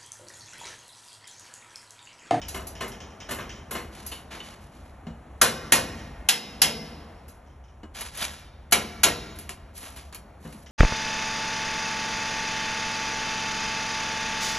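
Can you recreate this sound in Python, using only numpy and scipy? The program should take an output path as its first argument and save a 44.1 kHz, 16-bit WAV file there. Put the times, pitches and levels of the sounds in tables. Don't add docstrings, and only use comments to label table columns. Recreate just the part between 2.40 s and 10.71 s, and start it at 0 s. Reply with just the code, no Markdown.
import sys
import numpy as np
from scipy import signal
from scipy.fft import rfft, irfft
from scipy.io import wavfile
from scipy.ndimage import uniform_filter1d

SR = 44100
rng = np.random.default_rng(int(sys.argv[2]) if len(sys.argv) > 2 else 0)


def to_wav(s):
    ch = np.atleast_2d(s).T
    pcm = np.round(np.clip(ch, -1, 1) * 32767)
    wavfile.write(sys.argv[1], SR, pcm.astype(np.int16))


N = 366471

# start_s, level_db, bass_db, contact_hz, contact_width_hz, clang_db, ring_db, part
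BLOWS = [(3.015, -9.5, -2.5, 1380, 260, -27.5, 3, "coupler"),
         (3.322, -10.5, 0, 1857, 110.4, -26.5, 2.5, "coupler"),
         (3.888, -11, -6, 3250, 597, -26.5, 2, "latch"), (4.218, -13.5, 3.5, 5380, 200, -27, 3.5, "latch"),
         (6.323, -15, -2.5, 2288, 100, -22, -6.5, "post"), (6.634, -14.5, -1, 6800, 252, -26, 2.5, "post")]
PART_RESPONSE = {"coupler": (-2.5, -0.15, 0.0021), "latch": (-4.5, 0.85, 0.0015),
                 "post": (-1.5, 0.86, 0.0077)}
PART_COLOUR = {"coupler": [(80, -4), (170, 2), (1000, 3), (3000, -1), (4700, -4.5), (8500, -3.5),
               (10300, 1), (11500, -4.5), (12700, -20)], "latch": [(80, -11), (170, -3), (450, -4),
               (750, 2), (1100, -1.5), (3000, 0.5), (8500, -5), (11200, -2.5), (12700, -22)],
               "post": [(80, 3), (170, 5.5), (700, 9), (1000, 4.5), (3000, 1.5), (6000, -3.5), (8500, -4),
               (11200, -1), (12700, -22)]}
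CLANG_MODES = {"coupler": [(760, -3), (1210, -1), (1365, -3), (1550, -3), (1857, -1), (2130, -1),
               (2439, -1), (3246, -2), (4060, -3), (6960, -2)], "latch": [(770, -5), (1600, -7),
               (2805, -0.5), (3430, -2), (3768, 0), (4055, 1), (5430, -1), (6620, -1)], "post": [(711, -1),
               (1367, 0), (1700, -3), (2288, -2), (2998, 0), (3268, -1), (4075, -1), (6730, 1)]}
PART_MODES = {"coupler": [(528, -37, 0.56), (1087, -40, 0.55), (2480, -41, 0.6), (2918, -42, 0.7),
              (3779, -46, 0.75), (4070, -44, 0.55), (5276, -44, 0.6), (5440, -44, 0.62), (5814, -45, 0.65),
              (7530, -45, 0.65)], "latch": [(2078, -42, 0.6), (2466, -45, 0.55), (2810, -45, 0.55),
              (3020, -46, 0.7), (3779, -43, 0.77), (4565, -47, 0.6), (5030, -39, 0.58), (5179, -40, 0.62),
              (5286, -43, 0.62), (5410, -41, 0.54)], "post": [(740, -39, 0.6), (1367, -45, 0.6),
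              (2010, -45, 0.6), (2660, -45, 0.52), (3779, -38.5, 0.82), (4070, -40, 0.55),
              (4130, -42, 0.45), (5405, -43, 0.5), (5560, -42, 0.42), (6720, -44, 0.42)]}
FRAME_MODES = [(160, -39, 0.45), (214, -44, 1.0), (231, -47, 1.3), (283, -46, 1.5), (340, -47, 0.9),
               (436, -41, 0.9), (482, -43, 1.2), (582, -46, 0.9), (670, -45, 0.9)]
FRAME_T60 = [(150, 0.36), (500, 0.28), (1500, 0.26), (4000, 0.27), (7000, 0.22), (12000, 0.22)]  # frequency_hz, t60_s
# frequency_hz, gain_db
BLOW_RING_TOP_CUT = [(12200, 0), (13200, -12)]

BUMPS = [(0.144, -37.5, -10.5, 2850), (0.407, -34, -17, 2180), (.889, -39.5, -13, 1700),
         (.909, -36.5, -4.5, 2950), (0.986, -37.5, -60, 2390), (1.309, -38.5, -2.5, 11040),
         (1.35, -35, -22, 2220)]
BUMP_COLOUR = [(30, -27.5), (70, -4), (200, 9.5), (500, 8.5), (750, 7), (3000, 1.5), (5700, -2.5),
               (11500, 7.5), (13200, -13), (15500, -38)]
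RAIL_MODES = [(388, 0, 0.41), (474, -5.5, 0.45), (1055, -3.4, 0.39), (1604, -7, 0.45), (2920, -1, 0.32),
              (6923, -11, 0.4), (7677, -7, 0.44), (11466, -13, 0.45)]
CLINKS = [(1.715, -39, 1.5, 0.33), (2.002, -41, -18.5, 0.12)]  # start_s, level_db, top_db, t60_s
CLINK_COLOUR = [(30, -22), (200, 1.5), (3000, 1), (5700, -5), (11500, -3.5), (13200, -38)]  # frequency_hz, level_db
CLINK_MODES = [(2630, 5, 0.16), (2850, 3.5, 0.06), (2980, 11, 0.22), (3130, 5, 0.05), (3650, 3, 0.25)]  # pitch_hz, level_db, t60_s
PIN_TINKS = [(.083, -41.5, -4.5), (0.269, -49, 3), (0.478, -55.5, 3.5), (1.663, -47, 4), (4.881, -59.5, 3)]  # start_s, level_db, top_db
PIN_COLOUR = [(100, -21.5), (750, -6.5), (3000, 2), (11500, 5.5), (13200, -22), (15500, -30)]  # frequency_hz, level_db
PIN_MODES = [(7120, -11, 0.16), (10470, 6, 0.063), (11490, 0.5, 0.099), (13200, -14, 0.1),
             (13750, -17, 0.09)]
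SNAPS = [(5.609, -41.5, 3.5), (5.752, -49, 2), (5.774, -45.5, 5), (6.312, -50, 10), (6.988, -48, 5),
         (7.093, -37.5, -4.5), (7.377, -52, 7), (7.562, -52, 2), (7.576, -65, 3), (7.726, -45.5, -11),
         (7.747, -44.5, 0), (8.126, -51.5, -3)]
SNAP_COLOUR = [(30, -20.5), (200, -17.5), (500, -2), (750, 4.5), (3000, 0), (5700, -1), (11500, 5),
               (13200, -27), (15500, -52)]
CHINKS = [(0.016, -40.5), (0.352, -45), (0.518, -46), (0.603, -44), (0.705, -55), (.802, -42.5),
          (1.003, -45.5), (1.093, -40.5), (1.161, -53), (3.591, -49.5), (5.063, -65.5), (5.1, -68),
          (5.239, -64), (5.282, -65.5), (8.261, -50)]
CHINK_RESONANCES = [(2020, 600, 2), (3100, 420, 4), (5400, 190, 0), (6000, 500, -4), (7340, 1100, -13.5)]  # centre_hz, width_hz, level_db
CHINK_MODES = [(2970, 4, 0.2), (5300, 2, 0.2), (5750, -3, 0.17), (6400, -9, 0.17), (6900, -11, 0.17)]  # pitch_hz, level_db, t60_s
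TICK_COLOUR = [(1000, -20.5), (3200, 3.5), (4300, -4), (6200, 0), (10000, -6.5), (13000, -26)]  # frequency_hz, level_db

# time_s, level_db
SLIDE_PUSH = [(5.536, -72.5), (5.548, -43), (5.618, -35), (5.64, -44.5), (5.67, -38), (5.722, -53),
              (5.824, -27.5), (5.866, -36.5), (6.1, -65)]
# start_s, length_s, level_db, slope_db_per_octave
SCUFFS = [(1.495, 0.18, -47.5, 0.5), (1.901, 0.055, -39.5, -2), (2.018, 0.085, -45.5, 0),
          (2.205, 0.017, -56.5, 3), (2.286, 0.21, -59.5, 1.5), (6.942, 0.099, -53.5, 6),
          (7.332, 0.15, -43.5, 6), (7.401, 0.08, -45, -1.5), (7.554, 0.037, -45.5, 1),
          (7.981, 0.24, -54.5, 5.5)]
# frequency_hz, level_db
FRICTION_COLOUR = [(20, -52.5), (150, 2.5), (400, -1), (800, 3), (3000, 2), (5000, -2), (7000, -4),
                   (8500, -4.5), (11300, -2), (12500, -22.5), (15000, -49)]
# start_s, level_db, pitch_ratio, hardness_db_per_octave, t60_s
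STEPS = [(2.667, -38.5, 0.98, -6, 0.28), (5.432, -40, 1.3, -4, 0.13), (8.05, -40.5, 0.95, -5.5, 0.44),
         (8.149, -48, 1.25, -17, 0.22)]
# pitch_hz, level_db
DECK_MODES = [(167, 0), (233, 1.5), (301, -6), (345, -10.5), (410, -11.5), (538, -2.5), (680, -16.5)]

YARD_COLOUR = [(100, -2), (250, -6.5), (600, -12.5), (1500, -17), (3000, -19.5), (5300, -15), (7500, -25),
               (12000, -25.5)]
YARD_T60 = [(150, 1.66), (600, 1.12), (2000, 1.64), (5000, 0.82), (11000, 0.97)]  # frequency_hz, t60_s
TUBE_BANDS = [(3630, 18, -3), (5450, 260, -12)]  # centre_hz, width_hz, level_db
WIND_LEVEL = [(0.0, -42), (0.9, -49), (0.97, -43.5), (1.83, -48.5), (3.82, -42.5), (4.0, -65.5),
              (4.12, -47), (6.27, -47), (6.32, -45), (8.31, -48.5)]
WIND_COLOUR = [(12, -53), (20, -23.5), (41, -4), (59, 3), (75, 3.5), (118, -14.5), (140, -6.5),
               (180, -33.5), (310, -120)]
TRAFFIC_LEVEL = [(0, -47), (1.5, -49.5), (2.5, -51.5), (4.5, -46.5), (5.2, -56.5), (7, -54.5), (8.3, -53)]  # time_s, level_db
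TRAFFIC_COLOUR = [(20, -34), (60, -26), (110, -3.5), (200, 3.5), (400, -5), (700, -2), (1100, -7.5),
                  (2000, -15), (3200, -24.5), (5000, -32.5), (11000, -28), (14000, -60.5)]
MIC_PHASE = [(0, 0), (1460, .1), (4130, .9), (4740, 1.9), (5200, 4.9), (5600, 6.1), (6290, 6.5),
             (8350, 8.9), (9560, 9.7), (12000, 12.3), (16000, 13)]
MIC_BALANCE = [(130, 0.0), (640, 2.0), (1410, 0.5), (3100, 0.0)]  # frequency_hz, left_minus_right_db
MIC_SPREAD = [(50, -46), (140, -43.5), (300, -22.5), (600, -8), (2000, -16), (12000, -38)]  # frequency_hz, side_db


def hammer_blows(size=32768):
    out, t = np.zeros(N), np.arange(size) / SR
    hz, combs = bins(t), {part: ripple(size) for part in PART_COLOUR}
    clang_t60_s, contact_boost_db = 0.135, 6
    band_edges_db = read([(25, -31), (80, 0), (12700, 2), (14000, -23), (15500, -33)], hz)
    bass_share = read([(400, 1), (1000, 0.49)], hz)
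    for start_s, db, bass_db, contact_hz, width_hz, clang_db, ring_db, part in BLOWS:
        body_db, slope_db, chatter_s = PART_RESPONSE[part]
        tilt_db = slope_db * np.log2((hz + 100) / 3000)
        colour = amp(read(PART_COLOUR[part], hz) + band_edges_db + tilt_db + bass_db * bass_share)
        contact_band = 1 + amp(-2.5) * peak(hz, contact_hz, width_hz)
        crack = filtered(noise(size), colour * contact_band)
        crack = coloured(crack, [(200, -8), (700, -14.5), (1500, -6.5), (12000, 1.5)])
        crack *= np.exp(-np.maximum(t - chatter_s, 0) / 0.015)
        snap = coloured(noise(size), [(1000, -14), (6000, 3), (13000, 0.5), (15500, -4.5)])
        snap *= np.exp(-t / 0.005)
        body = filtered(noise(size), colour * amp(4.5 * combs[part] - 2.2))
        body = dying(coloured(body, BLOW_RING_TOP_CUT), FRAME_T60) * (1 - np.exp(-t / 0.022))
        clang_modes = [(pitch, level + contact_boost_db * peak(pitch, contact_hz, width_hz), clang_t60_s)
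                       for pitch, level in CLANG_MODES[part]]
        sound = amp(db + 7) * (crack + amp(body_db) * body + amp(-20.5) * snap)
        sound += amp(clang_db) * ring(clang_modes, t)
        sound += amp(ring_db) * ring(PART_MODES[part], t)
        sound += amp(bass_db) * ring(FRAME_MODES, t) * (1 - np.exp(-t / 0.028))
        add(out, start_s - 0.002, sound * np.minimum(t / 0.0032, 1) ** 1.9)
    return out


def rail_and_fittings(size=20000):
    out = np.zeros(N)
    rail, fitting, pin = (amp(4.5 * ripple(size) - 2) for _ in range(3))
    for start_s, db, top_db, contact_hz in BUMPS:
        add(out, start_s, amp(db) * knock(BUMP_COLOUR, rail, RAIL_MODES, top_db, t60_s=0.32,
                                          contact_hz=contact_hz, tone_db=-3.5, click_db=-6.5))
    for start_s, db, top_db, t60_s in CLINKS:
        add(out, start_s, amp(db) * knock(CLINK_COLOUR, fitting, CLINK_MODES, top_db, t60_s,
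                                          contact_hz=2935, tone_db=-9.5, click_db=-4))
    for start_s, db, top_db in PIN_TINKS:
        add(out, start_s, amp(db) * knock(PIN_COLOUR, pin, PIN_MODES, top_db, t60_s=0.26,
                                          contact_hz=10950, tone_db=6.5, click_db=-4))
    for start_s, db, top_db in SNAPS:
        add(out, start_s, amp(db) * knock(SNAP_COLOUR, fitting, RAIL_MODES, top_db, t60_s=0.17,
                                          contact_hz=2415, tone_db=-17, click_db=5.5))
    for start_s, db, _, _, t60_s in STEPS:
        shake = knock(BUMP_COLOUR, rail, RAIL_MODES, top_db=-28, t60_s=0.89 * t60_s,
                      contact_hz=813, tone_db=-3.5, click_db=-6.5)
        add(out, start_s, amp(db - 11) * shake)
    return out


def knock(shape, comb, modes, top_db, t60_s, contact_hz, tone_db, click_db):
    size = 2 * (len(comb) - 1)
    t = np.arange(size) / SR
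    hz = bins(t)
    hardness = amp(top_db * np.minimum(hz / 11500, 1) ** 2)
    colour = amp(read(shape, hz)) * comb * (1 + 0.9 * peak(hz, contact_hz, 140))
    dense = amp(8) * filtered(noise(size), colour * hardness)
    body = dying(dense, [(400, 1.3 * t60_s), (2000, t60_s)], bands=4)
    tone = filtered(ring(modes, t), hardness)
    attack = np.minimum(t / (0.0095 * t60_s), 1)
    release = np.minimum((t[-1] - t) / t60_s, 1)
    click = amp(click_db) * fade(t, 0.006) * dense
    return (body + amp(tone_db) * tone) * attack * release + click


def chinks(size=20000):
    out, t = np.zeros(N), np.arange(size) / SR
    hz, comb = bins(t), amp(5 * ripple(size))
    colour = comb * sum(amp(db) * peak(hz, centre, width) for centre, width, db in CHINK_RESONANCES)
    sharp_share, settle_s = 0.05, 0.009
    bent_time = t + sharp_share * settle_s * (1 - np.exp(-t / settle_s))
    for start_s, db in CHINKS:
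        body = amp(-1) * unit_rms(filtered(noise(size), colour)) * fade(t, t60_s=0.45)
        tone = amp(-8.5) * ring(CHINK_MODES, bent_time)
        tick = amp(-3) * unit_rms(coloured(noise(size), TICK_COLOUR)) * fade(t, t60_s=0.02)
        add(out, start_s, amp(db) * (body + tone + tick) * np.minimum(t / 0.00093, 1))
    return out


def post_slide(size=32768):
    out, t = np.zeros(N), np.arange(size) / SR
    start_s = SLIDE_PUSH[0][0]
    push = amp(np.interp(start_s + t, *np.transpose(SLIDE_PUSH), right=-np.inf))
    resonance = 1 + sum(amp(db - 14) * peak(bins(t), hz, 60) for hz, db in CLANG_MODES["post"])
    scrape = filtered(friction(size, slope_db=0.8), resonance * amp(2.5 * ripple(size)))
    add(out, start_s, amp(0.5) * push * unit_rms(scrape))
    return out


def scuffs(size=32768):
    out, t = np.zeros(N), np.arange(size) / SR
    swell_share, sag_db_per_s = 0.31, 16
    for start_s, length_s, db, slope_db in SCUFFS:
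        swell = np.sin(np.pi / 2 * np.minimum(t / (swell_share * length_s), 1)) ** 2
        release = fade(np.maximum(t - length_s, 0), t60_s=0.44)
        pressure = swell * amp(-sag_db_per_s * t) * release
        add(out, start_s, amp(db) * pressure * friction(size, slope_db))
    return out


def friction(size, slope_db):
    slips_per_s, stick_db = 1500, 2.2
    slips = (rng.random(size) < slips_per_s / SR) * noise(size)
    slips *= amp(2.3 * np.minimum(rng.exponential(1, size), 4))
    sticking = amp(stick_db * unit_rms(uniform_filter1d(noise(size), size=250)))
    grain = (unit_rms(slips) + 2.7 * noise(size)) * sticking
    colour = [(hz, db + slope_db * np.log2(hz / 3000)) for hz, db in FRICTION_COLOUR]
    return unit_rms(coloured(grain, colour))


def boot_steps(size=20000):
    out, t = np.zeros(N), np.arange(size) / SR
    for start_s, db, pitch_ratio, hardness_db, t60_s in STEPS:
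        modes = [(hz * pitch_ratio, level + hardness_db * np.log2(hz / 230), t60_s)
                 for hz, level in DECK_MODES]
        add(out, start_s, amp(db) * ring(modes, t) * np.minimum(t / 0.0016, 1))
    return out


def yard_echo(x, size=65536):
    t = np.arange(size) / SR
    tail = dying(noise(size), YARD_T60) * (1 - np.exp(-(t / 0.027) ** 2))
    tail = coloured(tail, YARD_COLOUR) * amp(-33.5)
    singing = 1 + sum(amp(db) * peak(bins(t), hz, width) for hz, width, db in TUBE_BANDS)
    return signal.fftconvolve(x, filtered(tail, singing))[:N]


def wind():
    return amp(-1) * follow(WIND_LEVEL) * unit_rms(coloured(noise(N), WIND_COLOUR))


def distant_traffic():
    return follow(TRAFFIC_LEVEL) * unit_rms(coloured(noise(N), TRAFFIC_COLOUR))


def microphone_pair(mono):
    hz, mid = bins(mono), rfft(mono)
    t = np.arange(SR // 10) / SR
    scatter = noise(len(t)) * fade(t, t60_s=0.17)
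    side = mid * rfft(scatter / np.linalg.norm(scatter), N) * amp(read(MIC_SPREAD, hz))
    leftward = amp(read(MIC_BALANCE, hz) / 2) * np.exp(0.5j * read(MIC_PHASE, hz))
    return np.array([irfft((mid + side) * leftward, N), irfft((mid - side) / leftward, N)])


def ring(modes, t, waver_s=0.014):
    hz, db, t60_s = np.transpose(modes)[:, :, None]
    strength = amp(db + noise(hz.shape))
    knots = np.arange(0, t[-1] + waver_s, waver_s)
    waver = np.array([np.interp(t, knots, 1 + 0.45 * (real + 1j * imag))
                      for real, imag in noise((len(hz), 2, len(knots)))])
    tones = np.exp(2j * np.pi * (hz * t + rng.random(hz.shape)))
    return (strength * fade(t, t60_s) * waver * tones).real.sum(0)


def ripple(size):
    depth = read([(400, 0.25), (2000, 0.75), (5000, 0.85)], np.fft.rfftfreq(size, 1 / SR))
    comb = unit_rms(uniform_filter1d(noise(size // 2 + 1), size=26))
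    return depth * np.clip(comb, -2, 2)


def dying(x, t60_points, bands=8):
    t, centres = np.arange(len(x)) / SR, np.geomspace(150, 12000, bands)
    return sum(filtered(x, read(np.c_[centres, band], bins(x))) * fade(t, read(t60_points, hz))
               for hz, band in zip(centres, np.eye(bands)))


def read(points, hz):
    point_hz, value = np.transpose(points)
    return np.interp(np.log(hz + 1), np.log(np.abs(point_hz) + 1), value)


def follow(rows):
    return amp(np.interp(np.arange(N) / SR, *np.transpose(rows)))


def coloured(x, points):
    return filtered(x, amp(read(points, bins(x))))


def filtered(x, gain):
    return irfft(rfft(x) * gain, len(x))


def peak(hz, centre_hz, width_hz):
    return 1 / (1 + ((hz - centre_hz) / width_hz) ** 2)


def fade(t, t60_s):
    return amp(-60 * t / t60_s)


def bins(x):
    return np.fft.rfftfreq(len(x), 1 / SR)


def noise(shape):
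    return rng.standard_normal(shape)


def amp(db):
    return 10 ** (np.asarray(db) / 20)


def unit_rms(x):
    return x / np.sqrt(np.mean(x ** 2) + 1e-20)


def add(mix, start_s, sound):
    part = mix[max(0, round(start_s * SR)):][:len(sound)]
    part += sound[:len(part)]


def scene():
    near = hammer_blows() + rail_and_fittings() + chinks() + scuffs() + post_slide()
    boots = boot_steps()
    echo = yard_echo(near + amp(-24) * boots)
    return microphone_pair(near + boots + echo + wind() + distant_traffic())


def record(dry):
    rounded = dry / (1 + dry ** 6) ** (1 / 6)
    lowpass = signal.firwin(511, 16000, window=("kaiser", 9), fs=SR)
    return signal.oaconvolve(rounded, lowpass[None], "same")


dry = scene()
out = record(dry)
to_wav(out)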